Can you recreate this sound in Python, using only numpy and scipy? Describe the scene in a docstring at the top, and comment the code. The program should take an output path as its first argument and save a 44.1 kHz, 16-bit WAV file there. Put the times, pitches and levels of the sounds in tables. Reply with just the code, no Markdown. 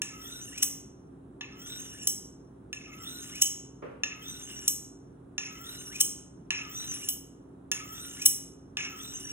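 """A kitchen knife drawn eight times along a honing steel, close up in a quiet room.
Each stroke starts with a heel tap; friction then drives resonances that glide as the contact slides.
On all but the last stroke the tip flicks off with a bright zing and leaves the steel ringing.
One dull knock further off; appliance hum and low room rumble underneath. Stereo."""
import sys
import numpy as np
from scipy import signal
from scipy.fft import rfft, irfft
from scipy.io import wavfile

SR = 44100
rng = np.random.default_rng(int(sys.argv[2]) if len(sys.argv) > 2 else 0)


def waveform_to_disk(signal):
    """Save audio, clipped to [-1, 1], as 16-bit WAV at the path in sys.argv[1]."""
    frames = np.transpose(np.atleast_2d(signal))
    scaled = np.clip(frames, -1, 1) * 32767
    samples = np.round(scaled).astype(np.int16)
    wavfile.write(sys.argv[1], SR, samples)


N = 411012

# Place runs from 0 (heel) to 1 (tip). 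Table levels are relative.
# Strokes: (start [s], heel dwell [s], end [s], slide exponent [1 = even], heel level [dB],
# slide level [dB], heel treble [dB])
STROKES = [(0.016, 0.18, .63, 0.98, -45.5, -41.5, -1), (1.41, 0.17, 2.075, 0.91, -47, -41.5, -26),
           (2.728, 0.28, 3.424, 0.94, -47.5, -40, -8), (4.036, 0.18, 4.682, 0.86, -37.5, -41.5, -14),
           (5.381, 0.21, 6.012, 1.03, -40, -40.5, -4), (6.505, 0.1936, 7.089, 0.863, -31, -38, -13.5),
           (7.714, 0.16, 8.262, 1.12, -40, -39.5, -3), (8.77, 0.19, 9.38, 0.82, -31, -40.5, -8.5)]
# Modes pulled upward by the contact, one pitch arch between nodes: (rest pitch [Hz], width [Hz],
# first node [place], last node [place], node crowding [1 = even], first level [dB], last level [dB],
# back face [dB], at node [dB], steadiness [0-1], arch lifts [Hz]); silent if first node is well past last
GLIDES = [(1287.5, 55, 0.12, .72, 1.45, -6, -29.5, -5, -4, .7, [160]),
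          (2960, 240, 0.18, 0.85, 0.9, 4.5, -26.5, 2.5, -17, .25, [914]),
          (3750, 87, 1, 0.54, 0.94, -5.5, -10.5, 1, -4.5, .4, [150]),
          (5596, 190, 0.23, .94, 1.2, -6.5, -10.5, 3.5, -4.5, .25, [450, 850, 260]),
          (7250, 150, 0.19, 1, 0.58, -12.5, -19, -1.5, -3, .3, [350, 420, 300]),
          (7880, 200, 0.36, .85, 1, -15, -21, 3.5, -5.5, .2, [400, 600, 290]),
          (8700, 170, 0.24, .842, 0.99, -15, -12, -2.5, -8, .3, [450, 810, 1050]),
          (10950, 170, 0.16, 0.8, 1.2, -12, -18, -4, -5, .3, [850, 650, 500]),
          (11900, 280, 0.23, 0.9, 0.73, -6.5, -19, 0.5, -6, .2, [680, 745, 1100, 1000]),
          (14420, 350, .14, .82, 1.1, -7.5, -25, -1.5, -5, .12, [1257, 750, 250, 480])]
# Resonances driven from the ends of the edge: (pitch [Hz], width [Hz], heel drive [dB], tip drive [dB])
END_TONES = [(1724, 99, -20, -17), (2200, 460, -15, -38), (2619, 290, -5.5, -25), (2868, 170, -20.5, -3),
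             (5690, 490, -4, -15.5), (6610, 340, -8, -8.5), (7170, 160, -16, -23.5),
             (10900, 110, -21.5, -10)]
# Heel groan and tip squeaks: (from [place], to [place], from pitch [Hz], to pitch [Hz], width [Hz],
# steepness, swell lateness [1 = midway], front face [dB], back face [dB])
SQUEAKS = [(0.04, 0.44, 2450, 1560, 118, 1.3, 0.5, -14.5, -18),
           (0.64, 0.992, 904, 2623, 128.4, 5.0, 2, -14.5, -21.5),
           (.8, 1, 3623, 6690, 453, 5.5, 2.0, -14, -29), (.84, 1.001, 8340, 6720, 315, 2.4, 1.8, -26, -8),
           (0.842, 1, 8340, 10060, 398, 6.5, 2.7, -18.5, -7.5)]
# Edge bites: (time [s], half length [s], gain [dB], pitch [Hz])
BITES = [(0.333, 0.034, 8.5, 3800), (.427, 0.022, 9.5, 6400), (0.523, 0.032, 9.5, 1710),
         (1.674, .022, 6, 3820), (1.686, .04, 3, 11000), (1.94, .025, 9.5, 1680), (3.086, 0.024, 10, 3650),
         (4.44, .03, -0.5, 6400), (4.504, 0.031, 12.5, 2900), (5.457, 0.045, 6, 2500),
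         (6.775, .014, 4, 6000), (6.895, 0.03, 6, 6250), (5.88, .018, -1, 9600), (6.947, 0.01, 12.5, 9900),
         (7, 0.033, 12, 11100), (7.93, 0.043, 3, 11500), (8.145, .018, 4, 9600), (8.85, .045, 6, 2650),
         (8.95, 0.031, 13, 1300), (9.157, 0.026, 9, 6360), (9.163, .016, 9, 2900), (9.206, 0.011, 10, 9750),
         (9.253, 0.013, 13, 1690)]
# Friction spectrum: (frequency [Hz], level [dB])
FRICTION_SPECTRUM = [(300, -25.5), (1000, -6), (1500, 3), (2100, 0.5), (3000, 5.5), (3700, 5.5),
                     (4700, -12.5), (5400, 9), (6400, 2.5), (7100, -3), (8500, 3.5), (10100, -12),
                     (11300, -7), (13200, -10), (15500, -11)]
# Heel lands on the rod: (time [s], level [dB], tick treble [dB], upper clink modes [dB])
TAPS = [(0.0182, -23, 6, -2.5), (1.4095, -23, -28, -10.5), (2.7289, -23, -9, -5), (4.0349, -15, -21.5, -4),
        (5.38, -19.5, -15.5, -1), (6.5054, -14.5, -13.5, -9.5), (7.7154, -15, 0, -1),
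        (8.7696, -19, -10.5, -12)]
# Tick spectrum: (frequency [Hz], level [dB])
TICK_SPECTRUM = [(300, -49), (1000, -12.5), (1400, -15), (1750, -7.5), (2100, -13), (2700, 3), (3300, -2),
                 (3750, -0.5), (4600, -7), (5500, 1.5), (6500, 2.5), (7700, -5.5), (8600, -2),
                 (11000, -6.5), (13000, -14.5), (15500, -11.5)]
# Steel modes damped by the contact: (frequency [Hz], level [dB], t60 [s])
CLINK_MODES = [(1206, -23.5, 0.015), (1747, -11, 0.057), (2605, -2, 0.027), (2664, -15.5, 0.24),
               (2815, -11.5, 0.08), (5660, -2, 0.036), (6540, -9, 0.1), (6630, -7.5, 0.055),
               (6800, -20, 0.077), (8560, -17, 0.02), (11400, -28, 0.059)]
# Edge catches before the tip: (time [s], level [dB], swell [s], squeak [dB])
CATCHES = [(0.582, -33, 0.005, -2.5), (2.036, -44, 0.011, -16.5), (3.36, -38, 0.0087, -6),
           (5.965, -36.5, 0.017, 3.5), (6.942, -38.5, 0.008, -5), (7.049, -40, 0.014, -17.5),
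           (8.222, -29.5, 0.0059, -1.5)]
# Tip leaves the rod: (time [s], level [dB], swell [s], squeak [Hz], body [dB], top treble [dB],
# ring level at each of the four RING_BANDS_HZ [dB])
FLICKS = [(0.6318, -15, 0.0059, 5710, -0.5, 0, -50, -48, -58.5, -42.5),
          (2.0736, -13.5, 0.0015, 5760, -4, 2, -41.5, -41.5, -42.5, -42),
          (3.424, -13, 0.0062, 6520, -4, -1.5, -30, -47.5, -45.5, -49),
          (4.681, -12, 0.0019, 6690, -8.5, -2, -44, -45, -51.5, -42),
          (6.013, -13.5, 0.0074, 8230, -3.5, 1.5, -37.5, -51, -47.5, -46),
          (7.0886, -19, 0.0016, 11630, -4, 3, -40.5, -54, -50, -36.5),
          (8.2625, -8, 0.0052, 10800, -4.5, 9, -42, -52, -50, -45)]
# Ring bands: (low [Hz], main [Hz], upper [Hz], top [Hz])
RING_BANDS_HZ = (2945, 5604, 8000, 11418)
# Edge chatter spectrum: (frequency [Hz], level [dB])
CHATTER_SPECTRUM = [(500, -24.5), (1100, -10.5), (1700, -5), (2300, -1), (3200, 5.5), (3900, 4),
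                    (4800, -2.5), (5700, 2.5), (7000, -0.5), (8300, -1.5), (9500, 3.5), (11300, 6),
                    (12500, -5), (13300, -3), (14300, 3.5), (15700, 5.5), (16300, -17.5)]
# Free steel modes: (frequency [Hz], level [dB], t60 [s])
STEEL_MODES = [(2960, -6, 0.18), (3160, -13, 0.23), (3820, -18.5, 0.13), (5607, 4, 0.2), (6360, -4.5, 0.18),
               (6420, -1, 0.18), (6635, -4, 0.15), (7160, -5, 0.18), (7855, -3, 0.24), (8230, -6.5, 0.17),
               (8450, -8.5, .17), (8840, -7, 0.14), (9490, -6.5, .15), (9900, -8.5, .12), (10980, -1, 0.12),
               (11450, -2, .17), (12450, -14, .1), (14320, -4.5, 0.18), (15100, -4, .21)]
# Reverb decay: (frequency [Hz], t60 [s])
ROOM_T60 = [(300, 0.66), (2500, 0.56), (6000, 0.52), (10000, 0.36), (15000, 0.24)]
# Reverb left-right likeness: (frequency [Hz], correlation [0-1])
ROOM_CORRELATION = [(300, 0.49), (1200, 0.12), (2800, 0.1), (4500, 1), (15000, 0.85)]
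# Reverb colour of scrapes, taps and catches: (frequency [Hz], level [dB])
STROKE_REVERB = [(1000, 10.5), (2800, -2.5), (5000, 2), (15000, 5)]
# Reverb colour of flicks: (frequency [Hz], level [dB])
TIP_REVERB = [(1000, 9.5), (2800, 0), (4000, -3), (6000, 5.5), (10000, 6.5), (15000, 8)]
# Far knock: (time [s], level [dB], t60 [s])
KNOCK = (3.821, -38.5, 0.7)
# Knock spectrum: (frequency [Hz], level [dB])
KNOCK_SPECTRUM = [(60, -30.5), (150, -12.5), (330, -7), (450, 3.5), (560, -0.5), (720, -14.5), (1150, -7.5),
                  (1700, -17.5), (2700, -21.5), (4000, -42), (9000, -58)]
# Appliance hum lines: (frequency [Hz], level [dB], width [Hz])
HUM_LINES = [(62, -64, 12), (127.5, -61, 5), (169.9, -64, 7.4), (273.1, -56.5, 3), (327.6, -70.5, 4),
             (379.8, -65.5, 3.2)]
# Room rumble spectrum: (frequency [Hz], density [dB])
AIR_SPECTRUM = [(15, -36.5), (25, -16.5), (102, -1.5), (285, -1), (394, -3), (545, -13), (1260, -21.5),
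                (1440, -23.5), (2160, -38.5), (3920, -42.5), (4490, -53.5), (10100, -38.5), (12900, -76.5),
                (14800, -59), (16000, -44)]
# Rumble left-right likeness: (frequency [Hz], correlation [0-1])
AIR_CORRELATION = [(50, 0.97), (150, 0.98), (300, 0.75), (600, 0.036), (1500, 0.061), (8000, 0.09)]


def scrape(face, start_s, dwell_s, end_s, exponent, heel_db, slide_db, treble_db, heel_share=0.2):
    """Grit drives friction noise and resonances as the contact slides from heel to tip."""
    t = np.arange(0, end_s - start_s, 1 / SR)
    slide = np.clip((t - dwell_s) / (end_s - start_s - dwell_s), 0, 1) ** exponent
    place = heel_share * np.minimum(t / dwell_s, 1) + (1 - heel_share) * slide
    on_heel = np.clip(1.5 - place / 0.16, 0, 1)
    body, top = split(coloured(grit(len(t)), FRICTION_SPECTRUM), hz=7550)
    sound = amp(-12) * (body + top * amp(-7 * on_heel))  # the thick heel rubs duller
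    for hz, width_hz, gain, steady in [*glides(place, face), *end_tones(place), *squeaks(place, face)]:
        pitch_hz = hz * (1 + 0.011 * wander(t, hz=24))  # unsteady hand
        drive_db = bites(start_s + t, hz) + 2.38 * wander(t, hz=10)
        sound += gain * amp(drive_db) * resonate(grit(len(t)), pitch_hz, width_hz, steady)
    low, high = split(sound)
    sound = low + high * amp(treble_db * on_heel)
    # The hand bears on the heel, eases off, leans in again.
    pressure_db = np.interp(place, [0.083, 0.18, 0.44], [heel_db, slide_db - 4.5, slide_db])
    rasp_db = 0.5 * wander(t, hz=60)
    return start_s, sound * amp(pressure_db + rasp_db - 1) * signal.windows.tukey(len(t), 0.02)


def grit(n, spread_db=4, judder_db=3, judder_hz=130):
    """Tiny uneven collisions, bunched by the judder of the edge."""
    knots = np.arange(SR) * SR / judder_hz
    judder = np.interp(np.arange(n), knots, rng.uniform(-2.4, 4.5, SR))
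    noise = rng.standard_normal(n)
    return unit_rms(noise * amp(spread_db * rng.uniform(-2.5, 1.4, n) + judder_db * judder))


def glides(place, face, fade_span=0.03):
    """Modes rise in pitch and level between nodes, a little differently each stroke."""
    for hz, width_hz, first, last, crowding, first_db, last_db, back_db, node_db, steady, lifts in GLIDES:
        along = np.clip((place - first) / (last - first), 0, 1)
        nodes_passed = len(lifts) * along ** (crowding * np.exp(0.18 * rng.uniform(-0.87, 1)))
        arch = abs(np.sin(np.pi * nodes_passed)) ** 1.4
        lifts_hz = lifts * (1 + 0.11 * rng.uniform(-1.1, 1, len(lifts)))
        lift_hz = np.take(lifts_hz, nodes_passed.astype(int), mode="clip")
        fade = np.clip(1 + np.minimum(place - first, last - place) / fade_span, 0, 1)
        level_db = first_db + (last_db - first_db) * along + back_db * face + node_db * (1 - arch)
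        yield hz + lift_hz * arch, width_hz, fade * amp(level_db), steady


def end_tones(place, heel_reach=0.16, steady=0.17):
    """Fixed resonances fade as the heel leaves and return as the tip nears."""
    for hz, width_hz, heel_db, tip_db in END_TONES:
        heel_gain = amp(heel_db) * np.exp(-(place / heel_reach) ** 2)
        tip_gain = amp(tip_db - 16 * (1.5 - place))
        yield hz, width_hz, heel_gain + tip_gain, steady


def squeaks(place, face, steady=0.55):
    """Squeaks sweep along an S-curve, swelling and dying on the way."""
    for first, last, from_hz, to_hz, width_hz, steepness, lateness, *face_db in SQUEAKS:
        along = np.clip((place - first) / (last - first), 0, 1)
        sweep = (1 + np.tanh(steepness * (along - 0.5))) / 2
        swell = np.sin(np.pi * along ** lateness)
        yield from_hz + (to_hz - from_hz) * sweep, width_hz, amp(face_db[face]) * swell, steady


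def bites(time_s, hz, reach_oct=0.19):
    """Gain in dB of a resonance that squeals while the edge bites near its pitch."""
    return sum(db * np.exp(-((time_s - at_s) / half_s) ** 2 - (np.log2(hz / bite_hz) / reach_oct) ** 2)
               for at_s, half_s, db, bite_hz in BITES if time_s[0] < at_s < time_s[-1])


def tap(at_s, db, treble_db, upper_db, body_t60_s=0.037, treble_t60_s=0.013, attack_s=0.00062):
    """The heel strikes the rod: a sharp tick and a damped clink."""
    t = np.arange(SR // 6) / SR
    low, high = split(coloured(rng.standard_normal(len(t)), TICK_SPECTRUM))
    tick = low * amp(-60 * t / body_t60_s) + high * amp(3 + treble_db - 60 * t / treble_t60_s)
    clink = np.zeros(len(t))
    for hz, mode_db, t60_s in CLINK_MODES:
        envelope = amp(mode_db + upper_db * (hz > 4000) - 60 * t / t60_s)
        clink += envelope * np.sin(2 * np.pi * (hz * t + rng.random()))
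    return at_s, amp(db) * (amp(-2) * tick + amp(-3) * clink) * np.minimum(t / attack_s, 1)


def zing(at_s, db, swell_s, squeak_hz, body_db, top_db,
         squeak_db=-1, squeak_width_hz=450, release_s=0.0036, fall=0.08):
    """The edge chatters ever harder on the steel's modes with a falling squeak, then lets go."""
    t = np.arange(-SR // 25, SR // 25) / SR
    chatter = coloured(rng.standard_normal(len(t)), CHATTER_SPECTRUM)
    modes = sum(amp(mode_db) * resonate(rng.standard_normal(len(t)), hz, width_hz=170, steady=0.74)
                for hz, mode_db, _ in STEEL_MODES)
    pitch_hz = squeak_hz * (1 - fall * np.tanh(t / swell_s))
    squeak = resonate(rng.standard_normal(len(t)), pitch_hz, squeak_width_hz, steady=0.72)
    body, rest = split(chatter + amp(6) * unit_rms(modes), hz=3620)
    middle, top = split(rest, hz=9000)
    sound = unit_rms(amp(body_db) * body + middle + amp(top_db) * top + amp(squeak_db) * squeak)
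    envelope = np.exp(np.where(t < 0, -(abs(t) / swell_s) ** 1.8, -abs(t) / release_s))
    return at_s + t[0], amp(db) * envelope * sound


def catch(at_s, db, swell_s, squeak_db):
    """The edge catches on the rod: a duller zing with a low squeak."""
    return zing(at_s, db, swell_s, squeak_hz=2500, body_db=-5.5, top_db=-10,
                squeak_db=squeak_db, squeak_width_hz=130, release_s=0.0079, fall=0.011)


def ring(at_s, bands_db, scatter_db=1.5, blur_hz=24, pitch_scatter=0.004, attack_s=0.0022):
    """The released steel rings, blurred by the moving hand; mode pitches differ slightly per flick."""
    t = np.arange(SR // 2) / SR
    spectrum = list(zip(RING_BANDS_HZ, bands_db))
    sound = np.zeros(len(t))
    for hz, mode_db, t60_s in STEEL_MODES:
        level_db = mode_db + curve_at(spectrum, hz) + scatter_db * rng.standard_normal()
        noise = rng.standard_normal(SR)
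        pitch_hz = hz * (1 + pitch_scatter * rng.uniform(-1, 1))
        mode = resonate(noise, pitch_hz, blur_hz, steady=0.53)[-len(t):]
        sound += amp(level_db - 60 * t / t60_s) * mode
    return at_s, amp(7) * sound * np.minimum(t / attack_s, 1)


def room(x, colour, wet_db=-5.5, predelay_s=0.0043, left_lag_samples=5):
    """Direct sound plus dense reflections that die sooner in the treble, at two spaced points."""
    hz, frame_s, (a, b) = signal.stft(rng.standard_normal((2, SR * 3 // 4)), SR, nperseg=256)
    hz = hz[:, None]
    correlation = curve_at(ROOM_CORRELATION, hz)
    noise = np.array([a, correlation * a + np.sqrt(1 - correlation ** 2) * b])
    decay = amp(curve_at(colour, hz) - 60 * frame_s / curve_at(ROOM_T60, hz))
    tail = signal.istft(noise * decay, SR, nperseg=256)[1]
    tail *= np.clip(np.arange(tail.shape[1]) / SR / predelay_s - 1, 0, 1)
    wet = signal.fftconvolve(x[None], tail / np.linalg.norm(tail[0]), axes=1)[:, :N]
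    left, right = x + amp(wet_db) * wet
    return np.array([np.pad(left, (left_lag_samples, 0))[:N], right])


def knock(at_s, db, t60_s, attack_s=0.0082):
    """A far knock, arriving mostly as diffuse room sound."""
    t = np.arange(SR // 2) / SR
    stereo = np.zeros((2, N))
    shared = rng.standard_normal(len(t))
    for channel in stereo:
        thud = coloured(shared + 5.2 * rng.standard_normal(len(t)), KNOCK_SPECTRUM)
        add(channel, at_s, thud * amp(db - 60 * t / t60_s) * np.minimum(t / attack_s, 1))
    return stereo


def background(low_cut_hz=42):
    """Low room rumble and the wavering lines of an appliance's hum."""
    correlation = curve_at(AIR_CORRELATION, np.fft.rfftfreq(N, 1 / SR))
    a, b = rfft(rng.standard_normal((2, N)))
    mid, side = a * np.sqrt(1 + correlation), b * np.sqrt(1 - correlation)
    air = np.array([coloured(irfft(bins, N), AIR_SPECTRUM) for bins in (mid + side, mid - side)])
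    hum = sum(amp(db) * resonate(rng.standard_normal(N), hz, width_hz, steady=0.91)
              for hz, db, width_hz in HUM_LINES)
    low_cut = signal.butter(4, low_cut_hz, "highpass", fs=SR, output="sos")
    balance = amp([[-0.6], [0.6]])
    return signal.sosfilt(low_cut, amp(-52.5) * air + hum) * balance


def resonate(x, hz, width_hz, steady):
    """Steep resonance tracking hz, unit rms; steady near 1 flattens its envelope."""
    carrier = np.exp(2j * np.pi * np.cumsum(hz * np.ones(len(x))) / SR)
    pole = np.exp(-np.pi * width_hz / SR)
    baseband = signal.lfilter([(1 - pole) ** 2], [1, -2 * pole, pole * pole], x / carrier)
    return unit_rms((carrier * baseband / (abs(baseband) + 1e-12) ** steady).real)


def wander(t, hz):
    """Smooth random drift near hz, rms about 1."""
    rates_hz = hz * rng.uniform(0.3, 1.5, 8)
    coarse_s = t[::32]
    drift = sum(np.sin(2 * np.pi * (rate * coarse_s + rng.random())) for rate in rates_hz) / 2
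    return np.interp(t, coarse_s, drift)


def coloured(x, spectrum):
    """x shaped by a spectrum, unit rms."""
    gain = amp(curve_at(spectrum, np.fft.rfftfreq(len(x), 1 / SR)))
    return unit_rms(irfft(rfft(x) * gain, len(x)))


def split(x, hz=4600):
    """Low-passed x and the remainder."""
    low = signal.sosfiltfilt(signal.butter(3, hz, fs=SR, output="sos"), x)
    return low, x - low


def curve_at(points, hz):
    """Interpolate on a log-frequency axis."""
    points_hz, values = np.transpose(points)
    return np.interp(np.log(hz + 1), np.log(points_hz + 1), values)


def amp(db):
    """dB to gain."""
    return 10 ** (np.asarray(db) / 20)


def unit_rms(x):
    """Scale to rms 1."""
    return x / np.sqrt(np.mean(x ** 2) + 1e-20)


def add(mix, at_s, sound):
    """Mix in a sound at at_s."""
    part = mix[max(round(at_s * SR), 0):][:len(sound)]
    part += sound[:len(part)]


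def scene():
    """Strokes on alternate blade faces, in the room, over knock and background."""
    strokes, tip = np.zeros((2, N))
    for k, row in enumerate(STROKES):
        add(strokes, *scrape(k % 2, *row))
    for row in TAPS:
        add(strokes, *tap(*row))
    for row in CATCHES:
        add(strokes, *catch(*row))
    for at_s, db, swell_s, squeak_hz, body_db, top_db, *bands_db in FLICKS:
        add(tip, *zing(at_s, db, swell_s, squeak_hz, body_db, top_db))
        add(tip, *ring(at_s, bands_db))
    return room(strokes, STROKE_REVERB) + room(tip, TIP_REVERB) + knock(*KNOCK) + background()


def record(dry):
    """Steep low-pass at 15950 Hz."""
    low_pass = signal.firwin(255, 15950, window=("kaiser", 8), fs=SR)
    return signal.oaconvolve(dry, low_pass[None], "same")


dry = scene()
out = record(dry)
waveform_to_disk(out)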